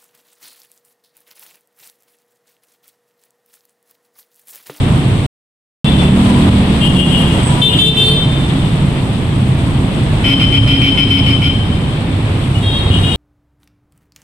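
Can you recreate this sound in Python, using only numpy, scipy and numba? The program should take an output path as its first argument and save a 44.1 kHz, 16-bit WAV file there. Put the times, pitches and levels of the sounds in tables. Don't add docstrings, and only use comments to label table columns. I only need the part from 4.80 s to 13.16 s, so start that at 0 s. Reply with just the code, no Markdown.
import sys
import numpy as np
from scipy import signal
from scipy.fft import rfft, irfft
from scipy.io import wavfile
from scipy.ndimage import uniform_filter1d, minimum_filter1d
from numba import njit

SR = 44100
rng = np.random.default_rng(int(sys.argv[2]) if len(sys.argv) > 2 else 0)


def master_out(mix):
    frames = np.transpose(np.atleast_2d(mix))
    ceiling = np.clip(frames, -1, 1)
    pcm = np.round(ceiling * 32767).astype(np.int16)
    wavfile.write(sys.argv[1], SR, pcm)


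N = 368676

# time in seconds, exhaust rumble in dB, engine clatter in dB,
# tyre and air hiss in dB.
TRAFFIC_LEVELS = [(0.0, -12.5, -22.5, -38), (0.45, -14.5, -24.5, -39), (1.05, -9.5, -18, -34.5),
                  (1.45, -11, -17, -31.5), (1.85, -14, -20.5, -37.5), (2.2, -12.5, -21, -34),
                  (2.65, -13, -19.5, -33), (2.95, -12.5, -20, -32), (3.1, -15, -22.5, -33),
                  (3.45, -15, -23, -39), (4.5, -14, -25, -40.5), (5.6, -14, -23.5, -40),
                  (6.65, -14.5, -24.5, -40.5), (7.25, -16, -25, -43), (7.85, -17.5, -24.5, -38.5),
                  (8.08, -18, -23, -40.5), (8.14, -16.5, -23, -37), (8.36, -16.5, -23, -35)]
# frequency in Hz, relative density in dB per Hz.
TRAFFIC_SPECTRUM = [(12, -40.5), (20, -9.5), (69, -4.5), (138, 0), (228, -6.5), (263, -7.5), (447, -21.5),
                    (1040, -26.5), (1490, -32), (3450, -30), (5710, -51), (6950, -53), (8220, -41),
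                    (13600, -67.5), (16100, -68)]
# frequency in Hz, likeness (1 is the same, 0 is unrelated).
LEFT_RIGHT_LIKENESS = [(25, 0.92), (60, 0.98), (180, 0.96), (300, 0.94), (600, 0.61), (1400, 0), (4000, 0),
                       (15000, 0)]
# time in seconds, firing rate in Hz, level in dB.
BUS_REVS = [(1.07, 34.47, -18.5), (1.176, 35.2, -13.5), (1.312, 38.2, -12), (1.554, 40.4, -12),
            (1.712, 40.21, -13.5), (1.986, 37.8, -20), (2.45, 36.2, -19), (2.67, 37.47, -23.5),
            (3.0, 35, -30)]
# multiple of the firing rate, relative level in dB.
BUS_TONES = [(2, -3.5), (3, -18), (4, -9.5), (5, 0), (6, -2.5), (7, -6.5), (9, -16)]
# time in seconds, middle of the exhaust resonance in Hz, middle level in dB.
BIKE_EXHAUSTS = [(0.0, 125, -14.5), (0.45, 131, -21.5), (1.08, 146.6, -17.5), (1.6, 120, -15.5),
                 (1.9, 130.7, -12.5), (2.3, 152, -16.5), (2.95, 148, -14), (3.5, 128, -17),
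                 (3.9, 157.3, -13), (4.4, 101.6, -21.5), (4.55, 126, -14), (5.05, 149, -16.5),
                 (5.42, 105.5, -19), (5.85, 124, -11.5), (6.4, 105.5, -18.5), (7.25, 95, -23.5),
                 (7.7, 123.6, -15.5), (7.9, 92, -18.5), (8.18, 102, -15.5), (8.36, 100, -19.5)]
# start in seconds, length in seconds, frequency in Hz,
# width in Hz of each of two equal resonances, level in dB, left minus right in dB.
SQUEAK_EVENTS = [(1.346, 0.32, 990, 36, -30, 8), (2.5, 0.43, 977.5, 19.7, -32, 12),
                 (2.621, 0.078, 8160, 450, -26, 1.5), (3.219, .07, 4380, 124, -30, 0),
                 (3.25, 0.07, 8800, 200, -40, 0), (7.74, .02, 2935, 90, -28, 1)]
# start in seconds, length in seconds,
# relative level in dB, left minus right in dB.
CAR_TOOTS = [(2.003, 0.067, -28.5, 3.44), (2.15, 0.11, -29.5, 5.3), (2.31, 0.11, -30, 4.5),
             (2.88, 0.066, -26, 3.5)]
# start in seconds, length in seconds, relative level in dB, left minus right in dB.
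VAN_TOOTS = [(8.1, 0.069, -27.5, 3.1), (8.225, .14, -30, 3)]
PASSING = (389.0, [(7, -10), (8, -4), (9, 0.5), (10, -16), (21, -17)], [(.99, 0.092, -24, 4),
           (1.13, 0.065, -31.5, 4)])
CAR_LOW = (352.5, [(8, 0.5), (9, 1), (10, -14), (23, -25.5), (26, -43), (29, -24), (32, -21)], CAR_TOOTS)
CAR_HIGH = (417.5, [(6, -13.5), (7, 0), (8, -5), (9, -24), (19, -9.5), (20, -31), (25, -17), (26, -18)],
            CAR_TOOTS)
SCOOTER = (447.0, [(5, -26), (6, -14), (7, 0.5), (8, 1.5), (9, -16), (10, -31), (11, -33), (12, -33),
           (15, -34), (16, -33), (17, -30), (18, -32), (19, -29), (21, -26), (22, -35), (23, -26.5),
           (24, -27.5), (25, -42), (26, -37), (30, -37), (31, -37), (32, -50)], [(2.815, 0.062, -14.5, -3),
           (2.985, 0.11, -14.5, -2.5), (3.165, 0.17, -19.5, -3)])
TRUCK = (141.2, [(10, -18), (13, -27), (14, -19), (15, -14.5), (16, -10.5), (17, -8), (18, -11),
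         (19, -12.5), (20, -17), (21, -11), (22, 4), (23, -29), (24, -13.5), (26, -23), (28, -28),
         (32, -28), (38, -26), (41, -30), (74, -39), (76, -37), (80, -35), (94, -44), (96, -49), (99, -38),
         (102, -43)], [(5.44, 0.095, -22, 0), (5.595, 0.055, -22.5, 0), (5.722, 0.062, -21.5, 0),
         (5.87, 0.093, -22.5, 0), (6.014, 0.077, -20.5, 0), (6.172, 0.066, -21, 0),
         (6.303, 0.091, -22.5, 0), (6.46, 0.07, -24, 0), (6.616, 0.086, -25, 0)])
FAR = (465.0, [(6, -14), (7, 0.5), (8, -1.5), (9, -18), (22, -44), (23, -31.5)], [(7.82, .2, -28, 0),
       (8.215, .15, -33.5, 0)])
VAN_LOW = (352.0, [(8, -7), (9, -5.5), (10, -18.5), (27, -30), (32, -34.5)], VAN_TOOTS)
VAN_HIGH = (415.0, [(6, -13.5), (7, 0.5), (8, -6.5), (9, -11.5), (18, -25), (19, -23), (25, -30.5)],
            VAN_TOOTS)
# frequency in Hz, width in Hz, level in dB relative to the toots.
TRUCK_DISC_RATTLE = [(2260, 180, -7), (2870, 180, -11.5), (3134, 7.5, 1), (3084, 6.7, -4), (3320, 63, -14),
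                     (4150, 170, -16), (5070, 16, -13.5), (5110, 24, -14.5), (10500, 1200, -28),
                     (13900, 1200, -42)]
# frequency in Hz, left minus right in dB.
PORT_DIFFERENCE = [(60, -1), (300, -1), (800, -3.5), (1100, -1.5), (1500, -2), (2100, -0.5), (2800, 6),
                   (3500, 6.5), (5000, 3.5), (6200, 3), (8200, -28.5), (10000, -14), (12500, -12.5),
                   (14500, -1)]

THROTTLE_HZ, THROTTLE_PITCH_SHARE, THROTTLE_DB = 4.0, .06, 1.5
DECK_T60_S, DECK_DB, DECK_BAND_HZ = 1.26, -0.3, [2420, 5700]
DROPOUT_START_S, DROPOUT_END_S = .4635, 1.0445
LIMIT_DB, RELEASE_DB_PER_S = -.15, 84
CUTOFF_HZ = 16350


def from_db(db):
    return 10 ** (np.asarray(db) / 20)


def rms_one(x):
    return x / np.sqrt(np.mean(x ** 2) + 1e-20)


def in_time(rows):
    seconds, *columns = np.transpose(rows)
    return [np.interp(np.arange(N) / SR, seconds, column) for column in columns]


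def at_hz(points, hz):
    table_hz, values = np.array(points).T
    return np.interp(np.log(hz), np.log(table_hz), values)


def bins_hz():
    return np.maximum(np.arange(N // 2 + 1) * SR / N, 1)


def drift(rate_hz, size=N):
    r = np.exp(-80 * np.pi * rate_hz / SR)
    noise = rng.standard_normal(size // 40 + 2002)
    slow = signal.lfilter([1], [1, -2 * r, r * r], noise)[2000:]
    return np.interp(np.arange(size) / 40, np.arange(len(slow)), rms_one(slow))


def resonate(x, hz, width_hz):
    r = np.exp(-np.pi * width_hz / SR)
    return signal.lfilter([1, 0, -1], [1, -2 * r * np.cos(2 * np.pi * hz / SR), r * r], x)


def gate(start_s, length_s, rise_s, fall_s):
    t = np.arange(N) / SR - start_s
    return np.clip(t / rise_s, 0, 1) * np.exp(-np.maximum(t - length_s, 0) / fall_s)


def left_right(level_db, pan_db):
    return from_db(level_db + pan_db * np.array([[.5], [-.5]]))


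def traffic(patchy_db, flicker_db):
    mid, side = rfft(rng.standard_normal((2, N)))
    hz = bins_hz()
    alike = np.clip(at_hz(LEFT_RIGHT_LIKENESS, hz), -1, 1)
    stereo = np.sqrt(1 + alike) * mid + np.sqrt(1 - alike) * side * [[1], [-1]]
    coloured = from_db(at_hz(TRAFFIC_SPECTRUM, hz)) * stereo
    octave = np.clip(np.log2(hz / 30), 0, 9)
    groups = np.zeros((3, 2, N))
    together = drift(2.0)
    for k in range(10):
        overlap = np.cos(np.clip(octave - k, -1, 1) * np.pi / 2) ** 2
        band = irfft(coloured * overlap, N)
        swell_db = patchy_db * (together + drift(8.6)) + flicker_db * drift(18)
        groups[(k > 3) + (k > 7)] += band * from_db(swell_db)
    levels = in_time(TRAFFIC_LEVELS)
    return sum(from_db(level_db) * rms_one(group) for group, level_db in zip(groups, levels))


def bus():
    hz, level_db = in_time(BUS_REVS)
    phase = 2 * np.pi * np.cumsum(hz) / SR
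    tones = 0
    for multiple, db in BUS_TONES:
        strength = from_db(db + 1.2 * drift(3.8))
        tones = tones + strength * np.sin(round(multiple) * phase + 2 * np.pi * rng.random())
    return np.sqrt(2) * from_db(level_db) * gate(.9, 1.88, 0.04, 0.23) * tones


@njit
def moving_ring(x, turn, r):
    out = np.zeros(len(x))
    for i in range(2, len(x)):
        out[i] = x[i] + 2 * r * turn[i] * out[i - 1] - r * r * out[i - 2]
    return out


def bikes(firings_per_s, jitter, uneven_db, width_hz):
    hz, level_db = in_time(BIKE_EXHAUSTS)
    hz = hz * (1 + THROTTLE_PITCH_SHARE * drift(THROTTLE_HZ))
    level_db = level_db + THROTTLE_DB * drift(THROTTLE_HZ)
    firing_count = np.cumsum(firings_per_s * (1 + jitter * drift(25))) / SR
    fired = np.diff(np.floor(firing_count), prepend=0) > 0
    pulses = fired * from_db(uneven_db * rng.standard_normal(N))
    boom = moving_ring(pulses, np.cos(2 * np.pi * hz / SR), np.exp(-np.pi * width_hz / SR))
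    boom = signal.sosfilt(signal.butter(2, 60, "high", fs=SR, output="sos"), boom)
    return from_db(level_db) * rms_one(boom)


def squeaks():
    out = np.zeros((2, N))
    for start_s, length_s, hz, width_hz, db, pan_db in SQUEAK_EVENTS:
        ringing = resonate(rng.standard_normal((2, N)), hz, width_hz)
        ringing = resonate(ringing, hz, width_hz)
        out += left_right(db, pan_db) * gate(start_s, length_s, 0.013, 0.053) * rms_one(ringing)
    return out


def horn(pitch_hz, partials, toots, waver, sag, rise_s, disc=(), diaphragm=None):
    first = max(round((toots[0][0] - .05) * SR), 0)
    last = min(round((toots[-1][0] + toots[-1][1] + .5) * SR), N)
    size = last - first
    pressed = np.zeros((2, size))
    flat = np.zeros(size)
    for start_s, length_s, db, pan_db in toots:
        pressed += left_right(db, pan_db) * gate(start_s, length_s, rise_s, 0.014)[first:last]
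        flat += gate(start_s, 0, 0.00099, .03)[first:last]
    hz = pitch_hz * (1 + waver * drift(40, size=size) - sag * flat)
    phase = 2 * np.pi * np.cumsum(hz) / SR
    tone = 0
    for multiple, db in partials:
        apart = .7 * drift(6, size=size) * [[1], [-1]]
        flutter_db = 2.5 * np.array([drift(25, size=size), drift(25, size=size)])
        wave = np.sin(round(multiple) * phase + 2 * np.pi * rng.random() + apart)
        tone = tone + from_db(db + flutter_db) * wave
    sound = 2 * pressed * tone
    if diaphragm:
        own_hz, db = diaphragm
        lingering = signal.lfilter([.0006], [1, -.9994], pressed)
        own_phase = 2 * np.pi * np.cumsum(own_hz * (1 + 0.0074 * drift(14.7, size=size))) / SR
        sound += 2 * from_db(db) * lingering * np.sin(own_phase)
    for disc_hz, width_hz, db in disc:
        rattle = resonate(pressed * rng.standard_normal((2, size)), disc_hz, width_hz)
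        sound += from_db(db) * rms_one(rattle) * np.sqrt(np.mean(pressed ** 2))
    out = np.zeros((2, N))
    out[:, first:last] = sound
    return out


def deck(x):
    t = np.arange(SR * 2) / SR
    tail = rng.standard_normal((2, len(t))) * from_db(-60 * t / DECK_T60_S)
    tail *= t > .015
    tail /= np.sqrt(np.sum(tail ** 2, axis=1, keepdims=True))
    wet = signal.fftconvolve(x, tail, axes=1)[:, :N]
    b, a = signal.butter(2, DECK_BAND_HZ, "band", fs=SR)
    return from_db(DECK_DB) * signal.lfilter(b, a, wet)


def scene():
    engines = bus() + bikes(firings_per_s=30, jitter=.3, uneven_db=3.0, width_hz=19.8)
    far_horns = (PASSING, CAR_LOW, CAR_HIGH, FAR, VAN_LOW, VAN_HIGH)
    cars = sum(horn(*h, waver=.005, sag=.006, rise_s=.015) for h in far_horns)
    scooter = horn(*SCOOTER, waver=0.0026, sag=0.0057, rise_s=.006, diaphragm=(437, -8))
    truck = horn(*TRUCK, waver=0.008, sag=.018, rise_s=0.0035,
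                 disc=TRUCK_DISC_RATTLE, diaphragm=(275, 4))
    ring = deck(from_db(-4.0) * truck + from_db(-2.5) * scooter + from_db(-1.0) * cars)
    background = traffic(patchy_db=-0.4, flicker_db=0.67)
    return background + engines + squeaks() + cars + scooter + truck + ring


def record(dry):
    ratio = from_db(at_hz(PORT_DIFFERENCE, bins_hz())) ** 2
    port_gains = np.sqrt(2 * np.array([ratio, np.ones_like(ratio)]) / (1 + ratio))
    x = irfft(rfft(dry) * port_gains, N)
    peak_db = 20 * np.log10(np.abs(x).max(axis=0) + 1e-9)
    over_db = np.maximum(peak_db - LIMIT_DB, 0)
    t = np.arange(N) / SR
    ramp_db = RELEASE_DB_PER_S * t
    ahead_db = -minimum_filter1d(-over_db, size=257)
    released_db = np.maximum.accumulate(ahead_db + ramp_db) - ramp_db
    held_db = uniform_filter1d(released_db, size=257)
    audible = (t < DROPOUT_START_S) | (t > DROPOUT_END_S)
    x = x * from_db(-held_db) * audible
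    low_pass = signal.cheby2(12, 70, CUTOFF_HZ, fs=SR, output="sos")
    return np.clip(signal.sosfilt(low_pass, x), -1, 1)


dry = scene()
out = record(dry)
master_out(out)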